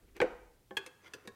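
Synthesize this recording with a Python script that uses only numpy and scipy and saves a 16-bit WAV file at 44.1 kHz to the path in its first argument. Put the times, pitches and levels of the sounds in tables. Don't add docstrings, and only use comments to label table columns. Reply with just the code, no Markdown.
import sys
import numpy as np
from scipy import signal
from scipy.fft import rfft, irfft
from scipy.io import wavfile

SR = 44100
rng = np.random.default_rng(int(sys.argv[2]) if len(sys.argv) > 2 else 0)


def put_to_file(sound):
    columns = np.atleast_2d(sound).T
    safe = np.clip(columns, -1, 1)
    whole_steps = np.round(safe * 32767)
    wavfile.write(sys.argv[1], SR, whole_steps.astype(np.int16))


def volts_from_decibels(level):
    exponent = np.asarray(level, float) / 20
    return 10 ** exponent


N = 59535
T = np.arange(N) / SR

# frequency in Hz, level in dB, t60 in seconds.
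CLAMP = [(372.3, 4, 0.089), (826, 4.5, 0.057), (1598, 7, 0.034), (2050, -14, 0.048), (2360, 4.5, 0.02),
         (3164, -15.5, 0.02), (3306, -5.5, 0.048), (4020, -5, 0.021), (5220, -16, 0.019), (1906, -6.5, .02),
         (3650, -8, 0.018), (4480, -12.5, 0.021)]
BOX = [(358, -15, 0.04), (406, -14.5, 0.056), (495.4, -22.5, 0.31), (542, -22, 0.053), (660, -11, 0.024),
       (687, -16, 0.075), (765, -34, 0.098), (825, -19, 0.12), (1120, -13.5, 0.034), (1499, -20.5, 0.081),
       (1810, -8.5, 0.032), (2052, -13.5, 0.041), (2308, -9.5, 0.025), (2430, -10, 0.015)]
SEAT = [(202, -5, 0.23), (376, 3.5, 0.13), (523, 3.5, 0.12), (675, 6.5, 0.025), (809, -1.5, 0.22),
        (1100, -0.5, 0.072), (1560, -9, 0.21), (1740, -1.5, 0.098), (2100, 0, 0.016), (2980, -6.5, 0.024),
        (3230, -6.5, 0.04)]
HOLLOW = [(345, -14, .045), (415, -9, .045), (500, 0, .042), (560, -13, .035)]
SLIP = [(1410, 0.5, 0.055), (2117, 10.5, 0.023), (3110, -6.5, 0.044), (2376, -3, 0.032), (5730, -13, 0.035)]
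EDGE = [(327.4, 1.5, 0.064), (504.7, 2, 0.14), (1970, 0, 0.024), (2110, 0.5, .04), (2530, -7, 0.03),
        (2633, 2.5, 0.089), (3300, -3.5, 0.046), (3800, -6.5, .035), (6300, -5, .03), (8930, -2, 0.04)]
KEY = [(388.4, -15.5, 0.18), (875, 6, 0.023), (1086, -16, 0.055), (1511, -23.5, 0.15), (1662, 4, 0.044),
       (1886, -7, 0.039), (2117, -9, 0.039), (2423, -5, 0.028), (2494, -8, 0.051), (2642, 0.5, 0.029),
       (3220, -3.5, 0.034), (3289, 3.5, 0.041), (3390, -24, 0.24), (4230, -5.5, 0.021)]
TURN = [(421.6, -9.5, 0.24), (483, -4, 0.13), (1404, -5, 0.08), (1699, 4.5, 0.052), (1730, -10, 0.099),
        (2627, 6, 0.04), (3070, -15, 0.072), (3454, -7, 0.059), (4370, -12, 0.045), (4780, -5, 0.048),
        (6010, 5.5, 0.021)]
BACK = [(216, 10, 0.049), (391, -3, 0.14), (471, -5.5, 0.21), (1088, -11, 0.16), (1506, -15, 0.11),
        (1670, -2.5, 0.096), (1865, 1, 0.046), (2350, 0, 0.025), (2647, -8.5, 0.058), (3730, -3, 0.038),
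        (4700, -15, 0.032)]
TICK = [(1650, 2, 0.0099), (2090, 2.5, 0.018), (2950, -4, .014), (3340, 1, 0.015), (5640, -11, .012)]

CONTACT_S = [.1663, .2021, .211, .2143, .2146, .2175, .232, .2415, .7084, .7677, .862, 1.0445, 1.0515,
             1.0585, 1.068, 1.0775, 1.082, 1.135, 1.249, 1.274]
# place, ring in dB, crack in dB, thud in dB, swell in ms, crack t60 in ms.
CONTACTS = [(CLAMP, -64.5, -43.5, -58.5, 0.25, 8.8), (CLAMP, -30.5, -30, -40, 0.55, 26.8),
            (EDGE, -66.5, -48.5, -68.5, 1.2, 22), (EDGE, -54, -41.5, -69, 0.51, 24),
            (BOX, -11.5, -27, -41, 1.3, 49), (HOLLOW, -3.5, -42, -44.5, 2.39, 26),
            (HOLLOW, -11.5, -48, -49.5, 2.3, 41), (HOLLOW, -13.5, -58.5, -49, 1.67, 41),
            (SEAT, -47, -64, -53.5, 0.41, 45), (KEY, -22.5, -30.5, -42, 5.5, 39),
            (EDGE, -49, -44, -58.5, 2.4, 46), (TICK, -52, -67, -78, 1.7, 13),
            (TICK, -56, -66, -72, 2.1, 11), (SLIP, -47.5, -72, -76, 4.9, 26),
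            (TICK, -48, -61, -71, 1.3, 15), (TICK, -48.5, -58, -74, 2.2, 16), (TICK, -58, -69, -78, 2, 15),
            (TURN, -42.5, -40, -48, 4.6, 45), (HOLLOW, -51, -63, -49.5, 8.6, 50),
            (BACK, -45, -42.5, -50, 1.5, 33)]
# frequency in Hz, level in dB.
WOOD_CRACK = [(200, -5), (500, 6.5), (1200, 0), (2300, 2), (3900, -14), (8000, -22.5), (12000, -37.5),
              (16000, -53)]
# frequency in Hz, level in dB.
STEEL_CRACK = [(300, -16.5), (1000, 1.5), (3000, 0.5), (6000, -4), (9000, -9), (13000, -12), (16000, -32)]

SCRAPE_S = [.17, 1.048, 1.064, 1.079, .09, 1.257]
# length in seconds, steel in dB, wood in dB.
SCRAPES = [
    (0.027, -65.5, -51),
    (0.033, -66, -66),
    (0.018, -66, -72),
    (0.015, -62, -67.5),
    (0.029, -91.5, -69.5),
    (0.014, -69.5, -62),
]
# frequency in Hz, level in dB, t60 in seconds.
SCRAPE_RING = [(417, -13.5, 0.024), (1100, 0.5, 0.02), (1490, -8, 0.063), (1980, -4, 0.07),
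               (2290, -2.5, .03), (3320, -4.5, 0.031), (4800, -4.5, 0.034), (6200, -5, 0.035)]
# frequency in Hz, level in dB.
WOOD_RUB = [(150, -18), (350, 7), (700, -14.5), (1100, -13), (2500, -8.5), (3500, -20), (16000, -51)]

# band centre in Hz, t60 in seconds, level in dB.
ROOM = [(120, 0.07, -34), (252, 0.51, -30), (550, 0.68, -28.5), (974, 0.57, -19.5), (1790, 0.58, -23),
        (4200, 0.52, -21.5), (7700, 1, -23.5), (13000, 0.23, -37.5)]
# frequency in Hz, level in dB.
HISS = [(24, -35.5), (40, -19), (71, -9), (87, 2.5), (204, -8.5), (237, -12), (269, -7.5), (646, -21),
        (16000, -27)]
# time in seconds, level in dB.
RUMBLE = [(0.0, -64), (0.25, -58.5), (0.582, -70.5), (0.74, -81.5), (0.92, -87), (1.35, -80)]
# time in seconds, level in dB.
SLEEVE = [(0, -1.5), (.5, -29), (.95, -13), (1.05, 7), (1.2, 6), (1.35, -3)]

HARD_DB = -40
BASS_LAG = 0.73
CRACK_SWELL = 0.42
THUD_HZ, THUD_T60_S = 387.3, 0.13
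BENCH_HZ, BENCH_DB = 140, -13.5
RATTLE_HZ, BOX_RATTLE, KEY_RATTLE = 87, 0.39, 0.4
BOX_SEND_DB, BLOW_SEND_DB, RING_SEND_DB = -6.5, 4, -3
GRIT_PER_S, GRIT_DB, SCRAPE_HISS_DB = 5500, 3.5, -6.5
ECHO_S, ECHO_DB = 0.012, -13.5
ROOM_ONSET_S = 0.0078
HISS_DB, RUSTLE_DB, RUMBLE_TOP_HZ = -70, -73, 56.6
EARLIER_DB, EARLIER_T60_S = -71, 2.2


def noise():
    return rng.standard_normal(N)


def unit(x):
    return x / np.sqrt(np.mean(x ** 2))


def colour(x, points):
    freq = np.arange(len(x) // 2 + 1) * SR / len(x) + 1
    hz, db = np.array(points).T
    return irfft(rfft(x) * volts_from_decibels(np.interp(np.log(freq), np.log(hz), db)), len(x))


def band(x, hz, ratio):
    edges = [hz / ratio, min(hz * ratio, SR * 0.45)]
    return signal.sosfilt(signal.butter(2, edges, "band", fs=SR, output="sos"), x)


def ring(modes, t, rise_ms):
    hz, db, t60 = np.array(modes).T[:, :, None]
    lag = (1000 / hz) ** BASS_LAG
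    swell = (1 - np.exp(-1000 * t / rise_ms / lag)) ** 2
    return (volts_from_decibels(db - 60 * t / t60) * np.sin(2 * np.pi * hz * t) * swell).sum(axis=0)


def contacts():
    near, send = np.zeros(N), np.zeros(N)
    wood = unit(colour(noise(), WOOD_CRACK))
    steel = unit(colour(noise(), STEEL_CRACK))
    body = unit(band(band(noise(), THUD_HZ, 1.373), THUD_HZ, 1.373))
    body = body + volts_from_decibels(BENCH_DB) * unit(band(noise(), BENCH_HZ, 1.72))
    shake = unit(band(noise(), RATTLE_HZ, 2.2))
    for start, (place, ring_db, crack_db, thud_db, rise_ms, crack_ms) in zip(CONTACT_S, CONTACTS):
        t = np.maximum(T - start, 0)
        hard = (ring_db > HARD_DB and place != KEY) or place == HOLLOW
        swell = 1 - np.exp(-1000 * t / rise_ms / CRACK_SWELL)
        crack = swell * volts_from_decibels(crack_db - 60 * 1000 * t / crack_ms) * (wood if hard else steel)
        thud = swell ** 2 * body * volts_from_decibels(thud_db - 60 * t / THUD_T60_S)
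        tone = volts_from_decibels(ring_db) * ring(place, t, rise_ms)
        near += tone + crack + thud
        if hard:
            send += volts_from_decibels(BOX_SEND_DB) * tone * (1 + BOX_RATTLE * shake) + volts_from_decibels(BLOW_SEND_DB) * crack
        else:
            send += volts_from_decibels(RING_SEND_DB) * tone * (1 + KEY_RATTLE * shake) + crack
        send += thud
    return near, send


def scrapes():
    hits = rng.random(N) < GRIT_PER_S / SR
    grit = hits * noise() * volts_from_decibels(GRIT_DB * rng.exponential(size=N))
    steel = unit(signal.fftconvolve(grit, ring(SCRAPE_RING, T[:SR // 10], 0.2))[:N])
    steel += volts_from_decibels(SCRAPE_HISS_DB) * unit(colour(noise(), STEEL_CRACK))
    wood = unit(colour(noise(), WOOD_RUB))
    out = np.zeros(N)
    for centre, (length, steel_db, wood_db) in zip(SCRAPE_S, SCRAPES):
        stroke = np.exp(-(2 * (T - centre) / length) ** 2)
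        out += (volts_from_decibels(steel_db) * steel + volts_from_decibels(wood_db) * wood) * stroke
    return out


def early_echo(near):
    return volts_from_decibels(ECHO_DB) * np.interp(T - ECHO_S, T, band(near, 4400, 4.9), left=0)


def room(x):
    tail = np.zeros(N)
    for hz, t60, db in ROOM:
        decay = volts_from_decibels(db - 60 * T / t60) / np.sqrt(t60 * SR / 14)
        tail += unit(band(noise(), hz, np.sqrt(2))) * decay
    onset = 1 - np.exp(-(T / ROOM_ONSET_S) ** 2)
    return signal.fftconvolve(x, tail * onset)[:N]


def floor():
    hiss = volts_from_decibels(HISS_DB) * unit(colour(noise(), HISS))
    rumble_band = signal.butter(3, [22, RUMBLE_TOP_HZ], "band", fs=SR, output="sos")
    rumble = unit(signal.sosfilt(rumble_band, noise())) * volts_from_decibels(np.interp(T, *np.array(RUMBLE).T))
    rustle = unit(band(noise(), 490, 3.8)) * volts_from_decibels(RUSTLE_DB + np.interp(T, *np.array(SLEEVE).T))
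    earlier = unit(band(band(noise(), 324, 1.9), 250, 1.9)) * volts_from_decibels(EARLIER_DB - 60 * T / EARLIER_T60_S)
    return hiss + earlier + rumble + rustle


def scene():
    near, send = contacts()
    rub = scrapes()
    return (near + rub + early_echo(near) + room(send + rub) + floor())[None]


def roll_off(x):
    return signal.sosfilt(signal.butter(12, 15800, fs=SR, output="sos"), x)


def record(dry):
    return roll_off(dry)


dry = scene()
out = record(dry)
put_to_file(out)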